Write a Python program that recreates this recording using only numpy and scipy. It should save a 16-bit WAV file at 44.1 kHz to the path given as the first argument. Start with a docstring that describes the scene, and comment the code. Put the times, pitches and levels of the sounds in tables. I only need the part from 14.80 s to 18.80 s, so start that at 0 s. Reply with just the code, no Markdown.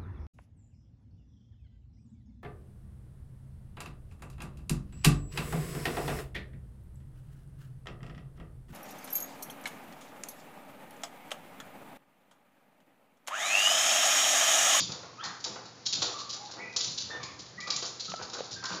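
"""Two dogs leap at a sliding glass door for four seconds, heard from inside a bare, echoing room. From the
first instant claws chatter on the pane (noisy blows through ringing glass) and paws make it boom; the door soon
clatters in its track. From 0.25 s come whines (wavering gliding tones), from 0.4 s rasping yelps (filtered
noise). Near 3.3 s and 3.6 s two dry double clicks (damped sines with noise ticks) sound right at the
microphone. Room air (shaped noise) and a soft, steady hum (a sine) lie underneath throughout."""
import sys
import numpy as np
from scipy import signal
from scipy.fft import rfft, irfft
from scipy.io import wavfile
from scipy.ndimage import uniform_filter1d

SR = 44100
rng = np.random.default_rng(int(sys.argv[2]) if len(sys.argv) > 2 else 0)


def wav_record(signal):
    """Record a signal, one row per channel, as 16-bit PCM in the file named by sys.argv[1]."""
    frames = np.transpose(np.atleast_2d(signal))
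    bounded = np.clip(frames, -1, 1)
    # unit amplitude maps onto the largest positive 16-bit level
    quanta = np.round(bounded * 32767).astype(np.int16)
    wavfile.write(sys.argv[1], SR, quanta)


N = 176400
T = np.arange(N) / SR

# All event levels are those of the direct sound, before room and microphone.
# Claws on the glass: (time [s], level [dB], scrape length [s], emphasised frequency [Hz])
CLAW_SCRAPES = [(0.0, -21, 0.004, 5000), (0.022, -42, 0.023, 4500), (0.117, -33, 0.0055, 5900),
                (.232, -68, 0.0063, 4860), (0.435, -37, 0.025, 4600), (0.601, -44.5, 0.0067, 5900),
                (0.64, -28, 0.0077, 4900), (.852, -48, 0.012, 4400), (1.054, -37.5, .008, 4630),
                (1.06, -26.5, 0.012, 5600), (1.125, -25.5, .012, 4300), (1.15, -33, 0.0089, 4200),
                (1.218, -24, 0.01, 3830), (1.261, -40.5, 0.023, 4440), (1.386, -38.5, 0.024, 4340),
                (1.492, -35, .016, 5060), (1.526, -37.5, 0.021, 5170), (1.648, -44.5, 0.013, 4160),
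                (1.708, -42, 0.013, 5200), (1.734, -44, 0.0072, 3940), (1.924, -50, 0.014, 5500),
                (1.962, -23, 0.008, 5800), (2.005, -25.5, 0.006, 4180), (2.041, -29, 0.0058, 6040),
                (2.074, -36.5, .012, 5160), (2.114, -37.5, 0.0075, 5400), (2.175, -31, 0.013, 4300),
                (2.203, -36.5, 0.021, 5000), (2.429, -37, 0.01, 4630), (2.589, -43.5, 0.018, 4930),
                (2.656, -48.5, 0.0088, 5000), (2.802, -36, 0.0047, 5100), (2.871, -36.5, 0.0088, 4600),
                (2.902, -21.5, 0.004, 5250), (2.936, -38, 0.0044, 3940), (2.960, -25, 0.0047, 6400),
                (3.023, -34, 0.0091, 4640), (3.048, -36.5, 0.02, 5550), (3.196, -34.5, 0.015, 3970),
                (3.244, -39.5, 0.02, 4200), (3.294, -36.5, 0.0073, 5400), (3.358, -41.5, 0.0096, 5000),
                (3.421, -39, 0.013, 4770), (3.495, -40.5, 0.0052, 5450), (3.531, -37, 0.016, 5670),
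                (3.581, -43, 0.021, 4150), (3.638, -47, 0.025, 5070), (3.708, -41, 0.017, 5300),
                (3.723, -39, 0.016, 5360), (3.837, -32.5, 0.0034, 5230), (3.853, -32.5, 0.008, 5060),
                (3.889, -41.5, 0.018, 5570), (3.915, -41, .04, 4850)]
# Door shaken in its track: (time [s], level [dB], rattle length [s])
DOOR_RATTLES = [(0.085, -49.5, 0.08), (.225, -43.5, 0.0079), (0.438, -53, 0.049), (0.652, -42.5, 0.021),
                (0.696, -53, 0.026), (.756, -39, 0.0084), (1.14, -52.5, 0.073), (1.217, -34.5, 0.013),
                (1.272, -43, 0.026), (1.528, -54.5, 0.049), (1.685, -53, 0.06), (1.76, -47, 0.042),
                (1.792, -56, 0.03), (1.85, -46.5, 0.0095), (1.955, -48, 0.031), (2.069, -59.5, 0.024),
                (2.292, -47.5, 0.032), (2.33, -42.5, 0.02), (2.429, -52, 0.013), (2.87, -43, 0.025),
                (3.023, -37.5, 0.009), (3.39, -42, 0.032), (3.529, -42.5, 0.026), (3.582, -41, 0.0064),
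                (3.706, -64, 0.021), (3.835, -45.5, 0.01), (3.895, -39, .015), (3.918, -41, 0.027),
                (3.972, -49, .03)]
# Weight of a dog on the pane: (time [s], level [dB], push length [s], emphasised frequency [Hz])
PANE_BOOMS = [(0.0, -43.5, 0.029, 152), (.08, -43.5, 0.022, 136), (0.449, -50.5, 0.022, 164),
              (0.689, -49, 0.016, 194), (1.138, -49, .065, 116), (1.258, -68, 0.019, 78.5),
              (1.774, -52, 0.039, 200), (2.066, -42, 0.0083, 138), (2.221, -53.5, 0.05, 88),
              (2.36, -52.5, 0.081, 130), (2.46, -57, 0.059, 80), (2.586, -49.5, 0.012, 92),
              (2.724, -53, 0.058, 175), (2.879, -57.5, 0.079, 150), (3.021, -59, 0.033, 125),
              (3.28, -47.5, 0.029, 149), (3.40, -54, 0.032, 111), (3.569, -60.5, 0.038, 176),
              (3.70, -54, 0.12, 116.6), (3.897, -44.5, 0.031, 176.5), (3.972, -54, 0.038, 170)]
# Whines: (time [s], length [s], first pitch [Hz], last pitch [Hz], level [dB],
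#          octave overtone relative to the fundamental [dB])
DOG_WHINES = [(0.249, 0.052, 1114, 1073, -57, -42), (.376, 0.041, 1151, 1356, -46.5, -13),
              (0.39, 0.05, 1318, 1792, -48, 4), (1.332, 0.039, 1137, 1186, -45, -24),
              (1.39, 0.028, 1055, 1118, -50, -47), (1.565, 0.11, 772, 841, -53.5, -36),
              (1.783, 0.062, 1956, 1990, -48, -33), (1.793, 0.058, 2070, 2420, -49, -39.5),
              (1.865, 0.042, 2443, 2437, -53, -33.5), (2.299, 0.043, 1800, 1797, -42.5, -9),
              (2.39, 0.074, 1244, 1064, -52, -11.5), (2.772, 0.039, 1846, 1983, -44.5, -36),
              (2.785, 0.015, 1340, 1195, -49.5, -27), (2.795, .04, 2196, 2345, -51.5, -28),
              (2.86, 0.06, 1268, 1158, -46.5, -5), (3.276, 0.023, 1325, 1323, -48, -43),
              (3.334, 0.015, 1353, 1329, -45.5, -32), (3.755, 0.044, 1550, 1584, -48, -27),
              (3.829, 0.042, 1431, 1579, -44, -23), (3.83, 0.031, 1027, 1043, -47, -35)]
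# Hoarse yelps: (time [s], length [s], level [dB], throat resonance [Hz])
DOG_YELPS = [(.425, 0.04, -44, 1060), (.435, 0.041, -47.5, 1650), (2.41, 0.08, -55, 2290),
             (3.826, 0.031, -44.5, 1330)]
# Clicks right at the microphone: (time [s], peak of the ring [dB], pitch [Hz], tick gain relative to it [dB])
CLOSE_CLICKS = [(3.3183, -35.5, 1200, 10.5), (3.3389, -26.5, 690, -3), (3.586, -35, 520, -12),
                (3.6059, -24.5, 520, -4.5)]

# Spectra of the struck bodies and of the room air: (frequency [Hz], relative level [dB])
CLAW_SPECTRUM = [(150, -17.5), (500, -25), (1200, -18), (1950, -19.5), (2600, -11), (3200, -6.5), (4000, 1),
                 (5200, -1), (6700, -3.5), (7500, -0.5)]
DOOR_SPECTRUM = [(100, -35.5), (250, -1.5), (350, 5), (490, 3), (620, 3), (860, 5.5), (1100, 3.5),
                 (1450, 4.5), (1800, -6), (3000, -8.5), (7000, -43)]
PANE_SPECTRUM = [(35, -41.5), (58, -17.5), (78, -3.5), (98, -7), (120, -7), (145, -6.5), (175, -1),
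                 (230, -9), (330, -4.5), (600, -16.5), (2000, -43.5)]
AIR_SPECTRUM = [(30, -27), (60, -22.5), (80, -10.5), (100, -8), (150, -5), (250, -5), (400, -8.5),
                (500, -8), (1000, -11), (2000, -15), (3000, -20), (4500, -11), (7000, -17.5)]
# Ringing modes of the glass and of its frame: (frequency [Hz], relative level [dB], 60 dB decay time [s])
GLASS_RING = [(3056, 8.5, 0.098), (3880, -5.5, 0.043), (4080, -40, 0.056), (4870, -8, .1),
              (5080, 24.5, 0.052), (6300, 18.5, 0.041), (7150, 30.5, 0.039)]
FRAME_RING = [(500, 7.5, 0.23), (894, -0.5, 0.096), (1166, -1, 0.062), (1370, -12, 0.047), (1450, -2, 0.08)]

CHATTER_PER_S, RATTLE_PER_S, PUSH_PER_S = 2000, 700, 1000  # mean rate of tiny blows
HOARSE_DB, HOARSE_WIDTH_HZ = -10, 280  # breath noise in a whine, relative to its tone
CLICK_RISE_S, CLICK_DECAY_S = 0.00091, 0.0022
ROOM_T60_S, ROOM_TREBLE_T60_S, ROOM_GAP_S = 0.7, 0.54, 0.0068
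AIR_DB, HUM_DB, HUM_HZ = -53.5, -64, 118.6  # RMS levels before the microphone
TOP_HZ = 7050  # upper limit of the microphone


def amp(db):
    """Turn decibels into an amplitude factor."""
    return 10 ** (np.asarray(db) / 20)


def unit(x):
    """Scale to an energy of 1."""
    return x / np.sqrt(np.sum(x ** 2) + 1e-18)


def add(out, at, x):
    """Mix x in from a given time."""
    i = int(np.clip(at * SR, 0, N - 1))
    out[i:i + len(x)] += x[:N - i]


def through(x, response):
    """Convolve with an impulse response."""
    return signal.fftconvolve(x, response)[:N]


def colour(points, size=4096):
    """Minimum-phase impulse response with a given spectrum and unit energy, made by folding the cepstrum."""
    hz, db = np.array(points).T
    f = np.maximum(np.fft.rfftfreq(size, 1 / SR), 1)
    level_db = np.interp(np.log(f), np.log(hz), db)
    rolloff = np.log(1 + (f / hz[-1] / 1.1) ** 16)  # steep fall above the last point
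    cepstrum = irfft(np.log(amp(level_db)) - rolloff)
    cepstrum[1:size // 2] *= 2
    cepstrum[size // 2 + 1:] = 0
    return unit(irfft(np.exp(rfft(cepstrum)))[:size // 2])


def band(x, hz, width_hz):
    """One resonance, gain 1 at its centre."""
    return signal.lfilter(*signal.iirpeak(hz, hz / width_hz, fs=SR), x)


def body(points, modes, ring_db):
    """A struck object: a broad crack and a few ringing modes."""
    crack = colour(points, size=16384)
    t = T[:len(crack)]
    ring = np.zeros(len(t))
    for hz, db, t60 in modes:
        ring += amp(db - 60 * t / t60) * np.cos(2 * np.pi * hz * t)
    return unit(crack + amp(ring_db) * unit(ring))


def contact(length, rate, rise_s, release_s, spread_db, size=8192):
    """Stick and slip: irregular tiny blows that set in, hold and die away."""
    t = T[:size]
    chance, strength = rng.random(size), rng.standard_normal(size)
    sign = rng.choice([-1, 1], size)
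    onset = 1 - np.exp(-t / rise_s)
    release = np.exp(-np.maximum(t - length, 0) / release_s)
    return (chance < rate / SR) * sign * amp(spread_db * strength) * onset * release


def held(x, db, length):
    """Give a burst the energy of a steady sound at this RMS level lasting for length."""
    return unit(x) * amp(db) * np.sqrt(length * SR)


def room(x, wet_db):
    """Direct sound and the diffuse tail of hard walls, a little shorter in the treble."""
    t = T[:SR]

    def tail_part(kind, t60):
        split = signal.butter(2, 2500, kind, fs=SR, output="sos")
        return signal.sosfilt(split, rng.standard_normal(SR)) * np.exp(-np.log(1000) * t / t60)

    tail = tail_part("low", ROOM_T60_S) + tail_part("high", ROOM_TREBLE_T60_S)
    fade_in = np.clip(t / ROOM_GAP_S - 1, 0, 1)  # silent for one gap, full after two
    return x + amp(wet_db) * through(x, unit(tail * fade_in))


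def claws():
    """Each claw skids over the pane in a short, bright chatter; every spot of the glass rings differently."""
    out, glass = np.zeros(N), body(CLAW_SPECTRUM, GLASS_RING, ring_db=-27.5)
    for at, db, length, hz in CLAW_SCRAPES:
        scrape = contact(length, CHATTER_PER_S, rise_s=0.0014, release_s=0.008, spread_db=2)
        scrape = scrape + 0.62 * band(scrape, hz, width_hz=1700)
        add(out, at, held(signal.fftconvolve(scrape, glass), db, length))
    return room(out, wet_db=-1.5)


def rattles():
    """The door clatters in its track: sparser, uneven blows set door and frame ringing."""
    out, door = np.zeros(N), body(DOOR_SPECTRUM, FRAME_RING, ring_db=-10.5)
    for at, db, length in DOOR_RATTLES:
        clatter = contact(length, RATTLE_PER_S, rise_s=0.0023, release_s=0.017, spread_db=4)
        add(out, at, held(signal.fftconvolve(clatter, door), db, length))
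    return room(out, wet_db=-1.5)


def booms():
    """The big pane flexes under soft paws; where they land sets the pitch of the boom."""
    out, pane = np.zeros(N), colour(PANE_SPECTRUM)
    for at, db, length, hz in PANE_BOOMS:
        push = contact(length, PUSH_PER_S, rise_s=0.002, release_s=0.022, spread_db=6)
        push = push + 3 * band(push, hz, width_hz=35)
        add(out, at, held(signal.fftconvolve(push, pane), db, length))
    return room(out, wet_db=-4.5)


def swell(length, rise_s, fall_s):
    """Time and loudness of one call; the fall is centred on its nominal end."""
    t = T[:SR // 4]
    return t, np.clip(t / rise_s, 0, 1) * np.clip((length - t) / fall_s + 0.5, 0, 1)


def waver(size=11025, count=220):
    """Random wobble with a spread of 1: noise averaged twice over count samples."""
    w = uniform_filter1d(uniform_filter1d(rng.standard_normal(size), count), count)
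    return w / w.std()


def throat_noise(size, hz, first_width_hz, second_width_hz):
    """Breath noise narrowed by two resonances at the same pitch."""
    return band(band(rng.standard_normal(size), hz, first_width_hz), hz, second_width_hz)


def whines():
    """Thin, slightly hoarse tones slide to their last pitch with a shaky voice."""
    out = np.zeros(N)
    for at, length, first_hz, last_hz, db, octave_db in DOG_WHINES:
        t, loud = swell(length, rise_s=0.013, fall_s=0.016)
        hz = last_hz + (first_hz - last_hz) * (1 - np.minimum(t / length, 1)) ** 2
        jitter = 0.011 * waver() + 0.016 * waver(count=45)  # slow and fast pitch wobble
        shimmer = amp(2 * waver(count=330))  # loudness wobble
        phase = 2 * np.pi * np.cumsum(hz * (1 + jitter)) / SR
        tone = np.sin(phase) + amp(octave_db) * np.sin(2 * phase)
        rasp = throat_noise(len(t), last_hz, HOARSE_WIDTH_HZ, HOARSE_WIDTH_HZ)
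        voice = unit(tone) + amp(HOARSE_DB) * unit(rasp)
        add(out, at, held(loud * shimmer * voice, db, length))
    return out


def yelps():
    """Rasping bursts of breath noise, coloured by a throat resonance."""
    out = np.zeros(N)
    for at, length, db, hz in DOG_YELPS:
        t, loud = swell(length, rise_s=0.003, fall_s=0.028)
        add(out, at, held(loud * throat_noise(len(t), hz, 750, 700), db, length))
    return out


def dogs():
    """Both kinds of call ring in the same room, the tail slightly stronger than the direct voice."""
    return room(whines() + yelps(), wet_db=1)


def clicks():
    """Dry, short clicks a few cycles long, each with a noise tick, which dominates the first click."""
    out, t = np.zeros(N), T[:SR // 20]
    decay = np.exp(-t / CLICK_DECAY_S)
    for at, db, hz, tick_db in CLOSE_CLICKS:
        ring = np.sin(2 * np.pi * hz * t) * (1 - np.exp(-t / CLICK_RISE_S)) * decay
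        tick = amp(tick_db) * band(rng.standard_normal(len(t)), 1300, width_hz=2400) * decay
        add(out, at, amp(db) * (ring / np.abs(ring).max() + tick))
    return room(out, wet_db=-18.5)


def room_air():
    """Steady noise with the spectrum of the room air."""
    air = unit(through(rng.standard_normal(N), colour(AIR_SPECTRUM))) * np.sqrt(N)  # RMS of 1
    return amp(AIR_DB) * air


def hum():
    """A soft, steady hum: one low sine."""
    return amp(HUM_DB) * np.sqrt(2) * np.sin(2 * np.pi * HUM_HZ * T)


def scene():
    """Mix all sources to one channel."""
    return (claws() + rattles() + booms() + dogs() + clicks() + room_air() + hum())[None]


def record(dry):
    """A small microphone loses the deep bass and the high treble."""
    thin = signal.sosfilt(signal.butter(4, 64, "high", fs=SR, output="sos"), dry)
    return signal.sosfilt(signal.cheby1(12, 0.2, TOP_HZ, fs=SR, output="sos"), thin)


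dry = scene()
out = record(dry)
wav_record(out)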